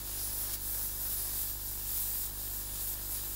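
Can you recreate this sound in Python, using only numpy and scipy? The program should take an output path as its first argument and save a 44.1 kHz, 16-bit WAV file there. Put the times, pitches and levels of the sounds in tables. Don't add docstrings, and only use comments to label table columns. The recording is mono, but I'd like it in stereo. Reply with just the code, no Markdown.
import sys
import numpy as np
from scipy import signal
from scipy.fft import rfft, irfft, next_fast_len
from scipy.io import wavfile
from scipy.ndimage import uniform_filter1d

SR = 44100
rng = np.random.default_rng(int(sys.argv[2]) if len(sys.argv) > 2 else 0)


def master(y):
    cut = np.clip(np.atleast_2d(y).T, -1, 1)
    pcm = np.round(cut * 32767)
    wavfile.write(sys.argv[1], SR, pcm.astype(np.int16))


N = 147735
TIME_S = np.arange(N) / SR
TOP_HZ = 15740


def undb(db):
    return 10 ** (np.asarray(db) / 20)


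def unit(x):
    return x / np.sqrt(np.mean(x ** 2))


def follow(rows):
    at_s, value = np.array(rows).T
    return np.interp(TIME_S, at_s, value)


def level(rows):
    return undb(follow(rows))


def walk(rate):
    hold = max(int(SR / rate), 2)
    steps = np.repeat(rng.standard_normal(N // hold + 1), hold)
    smooth = uniform_filter1d(uniform_filter1d(steps, hold), hold)
    return 0.96 * smooth[:N]


def shape(x, gain):
    size = next_fast_len(N)
    hz = np.maximum(np.fft.rfftfreq(size, 1 / SR), 1)
    return irfft(rfft(x, size) * gain(hz), size)[..., :N]


def colour(x, points):
    at_hz, db = np.array(points).T
    return unit(shape(x, lambda hz: undb(np.interp(np.log(hz), np.log(at_hz), db))))


def white_noise():
    return rng.standard_normal(N)


WANDER_DB, FLICKER_DB = 0.6, 1.46


def turbulence(count=16):
    noise = white_noise()
    total = 0
    step_hz = TOP_HZ / count
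    for k in range(count + 2):
        band = shape(noise, lambda hz: np.maximum(1 - abs(hz / step_hz - k), 0))
        change_db = WANDER_DB * walk(5.92) + FLICKER_DB * walk(35.09)
        total = total + band * undb(change_db)
    return unit(total)


SPIT_PER_S, SPIT_SPREAD_DB = 260, 5.5
SPIT_DB = -18.5


def droplets():
    happens = rng.random(N) < SPIT_PER_S / SR
    size = np.minimum(rng.exponential(size=N), 4)
    sign = rng.choice([-1, 1], N)
    return undb(SPIT_DB) * unit(happens * sign * undb(SPIT_SPREAD_DB * size))


# start_s, level_db
JET_LEVEL = [(0,-43.5),(.08,-42),(.18,-38.3),(.24,-36.5),(.31,-39.3),(.4,-35),(.51,-39.5),(.55,-35.5),(.57,-47),(.62,-41),(.7,-34.5),(.87,-36),(.9,-37.5),(.98,-39),(1.03,-36),(1.12,-35.5),(1.3,-38.5),(1.38,-34.5),(1.53,-39),(1.58,-44),(1.68,-38.5),(1.82,-40.5),(1.89,-36),(1.99,-32.5),(2.07,-35.5),(2.25,-35.5),(2.31,-43.5),(2.41,-38.5),(2.6,-39.5),(2.66,-44),(2.79,-39),(2.93,-36.5),(2.97,-41.5),(3.08,-41),(3.12,-36.8),(3.27,-41),(3.35,-39)]
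# start_s, share (0 to 1)
JET_FULLNESS = [(0,0.5),(.5,.03),(.75,0.04),(1.5,0.5),(1.95,.4),(2.2,0.65),(2.45,0.74),(2.8,0.8),(3.35,1)]
# pitch_hz, level_db (per Hz)
HOLLOW_SPECTRUM = [(3000,-39),(6300,-13.5),(7200,-14.5),(8100,-9.5),(8900,-13.5),(10500,-5.5),(11500,-11.5),(12550,-7.5),(13300,1.5),(14200,-0.5),(14700,-5.5),(15800,0.5)]
FULL_SPECTRUM = [(3000,-26),(6300,-17),(7700,-8),(9100,-8),(10500,-7.5),(11400,-5.5),(12000,-3),(12700,-2.5),(13400,-1),(14500,-3.5),(15800,-2)]
JET_TRIM_DB = 1.17


def jet(spit):
    flow = turbulence() + spit
    full = np.clip(follow(JET_FULLNESS), 0, 1)
    hollow_part = (1 - full) * colour(flow, HOLLOW_SPECTRUM)
    full_part = full * colour(flow, FULL_SPECTRUM)
    return (hollow_part + full_part) * level(JET_LEVEL) * undb(JET_TRIM_DB)


# start_s, level_db
RUSH_LEVEL = [(0,-50.5),(.12,-46.5),(.2,-49),(.55,-48),(.58,-50.5),(.75,-49.5),(.95,-50.5),(1.1,-48),(1.48,-48),(1.58,-51.5),(1.68,-50.5),(1.83,-50.5),(1.96,-46),(2.1,-49),(2.26,-47.5),(2.31,-52),(2.43,-50),(2.58,-49.5),(2.67,-51),(2.76,-47),(2.92,-49),(3.0,-50),(3.09,-50),(3.13,-46),(3.35,-49)]
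# pitch_hz, level_db
RUSH_SPECTRUM = [(1500,-15),(2400,-8.5),(3100,-4.5),(3800,0.5),(4300,-1.5),(4900,1),(6000,-3.5),(7200,2),(9000,-7),(15000,-10.5)]
RUSH_TRIM_DB = 0.4


def lower_hiss(spit):
    return colour(turbulence() + spit, RUSH_SPECTRUM) * level(RUSH_LEVEL) * undb(RUSH_TRIM_DB)


def resonance(hz, width_hz):
    return unit(shape(turbulence(), lambda f: 1 / (1 + (2 * (f - hz) / width_hz) ** 2)))


# start_s, level_db
RING_LEVEL = [(0,-51),(.2,-44.5),(.24,-38),(.27,-43),(.55,-43),(.57,-51),(.72,-45),(.87,-45.5),(.95,-49),(1.03,-48),(1.18,-40.5),(1.3,-45),(1.44,-44.5),(1.59,-55),(1.69,-48),(1.79,-55),(1.92,-47),(2.23,-52),(2.3,-65),(2.5,-56),(2.68,-47),(2.9,-45),(2.98,-58),(3.1,-52),(3.13,-41.5),(3.26,-53),(3.35,-53)]
# start_s, level_db
LOW_RING_LEVEL = [(0,-75),(.12,-64),(.19,-47.5),(.3,-52),(.55,-49.5),(.58,-65),(.75,-57.5),(1.2,-53),(1.45,-56),(1.6,-59),(3.35,-73)]
RING_HZ, RING_WIDTH_HZ, RING_TRIM_DB = 10480, 1500, -1.5
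LOW_RING_HZ, LOW_RING_WIDTH_HZ = 5320, 1830


def jet_rings():
    upper = resonance(RING_HZ, RING_WIDTH_HZ) * level(RING_LEVEL) * undb(RING_TRIM_DB)
    lower = resonance(LOW_RING_HZ, LOW_RING_WIDTH_HZ) * level(LOW_RING_LEVEL)
    return upper + lower


# start_s, level_db
CLOTH_LEVEL = [(0,-58.5),(.36,-56),(.5,-51.5),(.59,-62),(.75,-53),(.9,-59),(1.1,-55),(1.4,-56.5),(1.58,-65),(2.0,-58),(2.4,-62),(2.75,-59),(3.35,-59)]
# pitch_hz, level_db
CLOTH_SPECTRUM = [(100,-15),(400,2),(900,1),(1300,1),(1750,2.5),(2200,-5.5),(3200,-9.5),(6000,-12)]


def cloth_rush(spit):
    return colour(white_noise() + spit, CLOTH_SPECTRUM) * level(CLOTH_LEVEL)


FLUTTER_DB = 0.53


def steam():
    spit = droplets()
    parts = jet(spit) + lower_hiss(spit) + jet_rings() + cloth_rush(spit)
    return parts * undb(FLUTTER_DB * walk(45.94))


MAINS_HZ = 50
TICK_AT_S = .01575
SINCE_TICK_S = TIME_S - TICK_AT_S


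def mains_partials(rows, lag_s):
    total = 0
    for multiple, db in rows:
        angle = 2 * np.pi * round(multiple) * MAINS_HZ * (SINCE_TICK_S - lag_s)
        total = total + np.sqrt(2) * undb(db) * np.cos(angle)
    return total


# mains_multiple, level_db
HUM_PARTIALS = [(1,-47.5),(2,-54.5),(3,-75),(4,-72)]
HUM_LAG_S = 0.008415


def hum():
    return -mains_partials(HUM_PARTIALS, HUM_LAG_S)


# mains_multiple, level_db
BUZZ_OVERTONES = [(5,-82.5),(6,-74.5),(7,-68),(11,-72.5)]
# start_s, level_db (change)
BUZZ_WAVER = [(0,1),(1.1,0),(1.9,-4.5),(2.4,-2.5),(3.35,1)]
TICK_S, TICK_DB = .0001, -40.5
SURGE_S, SURGE_DB = 0.00164, -51


def buzz():
    cycle_s = 1 / MAINS_HZ
    near_s = (SINCE_TICK_S + cycle_s / 2) % cycle_s - cycle_s / 2
    tick = undb(TICK_DB) * np.exp(-.5 * (near_s / TICK_S) ** 2)
    start_s = -3 * TICK_S
    surge = undb(SURGE_DB) * ((near_s > start_s) & (near_s < start_s + SURGE_S))
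    pulses = shape(tick + surge, lambda hz: 1 / np.sqrt((1 + (180 / hz) ** 4) * (1 + (hz / 3500) ** 4)))
    overtones = level(BUZZ_WAVER) * mains_partials(BUZZ_OVERTONES, SURGE_S / 4)
    return pulses * undb(.5 * walk(23)) + overtones


# pitch_hz, level_db
STEADY_TONES = [(25,-57.5),(75,-76.5),(125,-73),(175,-75),(8000.5,-75.5),(15575,-74),(15625,-51.5)]


def whine():
    return sum(np.sqrt(2) * undb(db) * np.sin(2 * np.pi * hz * TIME_S) for hz, db in STEADY_TONES)


# pitch_hz, level_db
ROOM_SPECTRUM = [(16,16),(40,1),(62,21.5),(90,10),(140,7.5),(200,8),(300,5),(400,0),(600,0.5),(900,5.5),(1250,-2),(1750,3),(2200,-18),(5000,-5),(15000,-0.5)]
ROOM_DB = -52


def room_noise():
    return undb(ROOM_DB) * colour(white_noise(), ROOM_SPECTRUM)


# peak_s, level_db
SPURT_BURSTS = [(.54,-35),(.556,-42),(.748,-41)]
# pitch_hz, level_db (per Hz)
SPURT_SPECTRUM = [(300,-10),(2400,-7),(4500,-2),(7500,0),(10500,0),(15000,-6)]
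SPURT_S = .003


def spurts():
    bursts = sum(undb(db) * np.exp(-.5 * ((TIME_S - at_s) / SPURT_S) ** 2) for at_s, db in SPURT_BURSTS)
    return bursts * colour(white_noise(), SPURT_SPECTRUM)


def scene():
    mix = steam() + hum() + buzz() + whine() + room_noise() + spurts()
    return np.tile(mix, (2, 1))


def record(dry):
    cut = signal.ellip(16, .1, 80, TOP_HZ, fs=SR, output="sos")
    return signal.sosfilt(cut, dry)


dry = scene()
out = record(dry)
master(out)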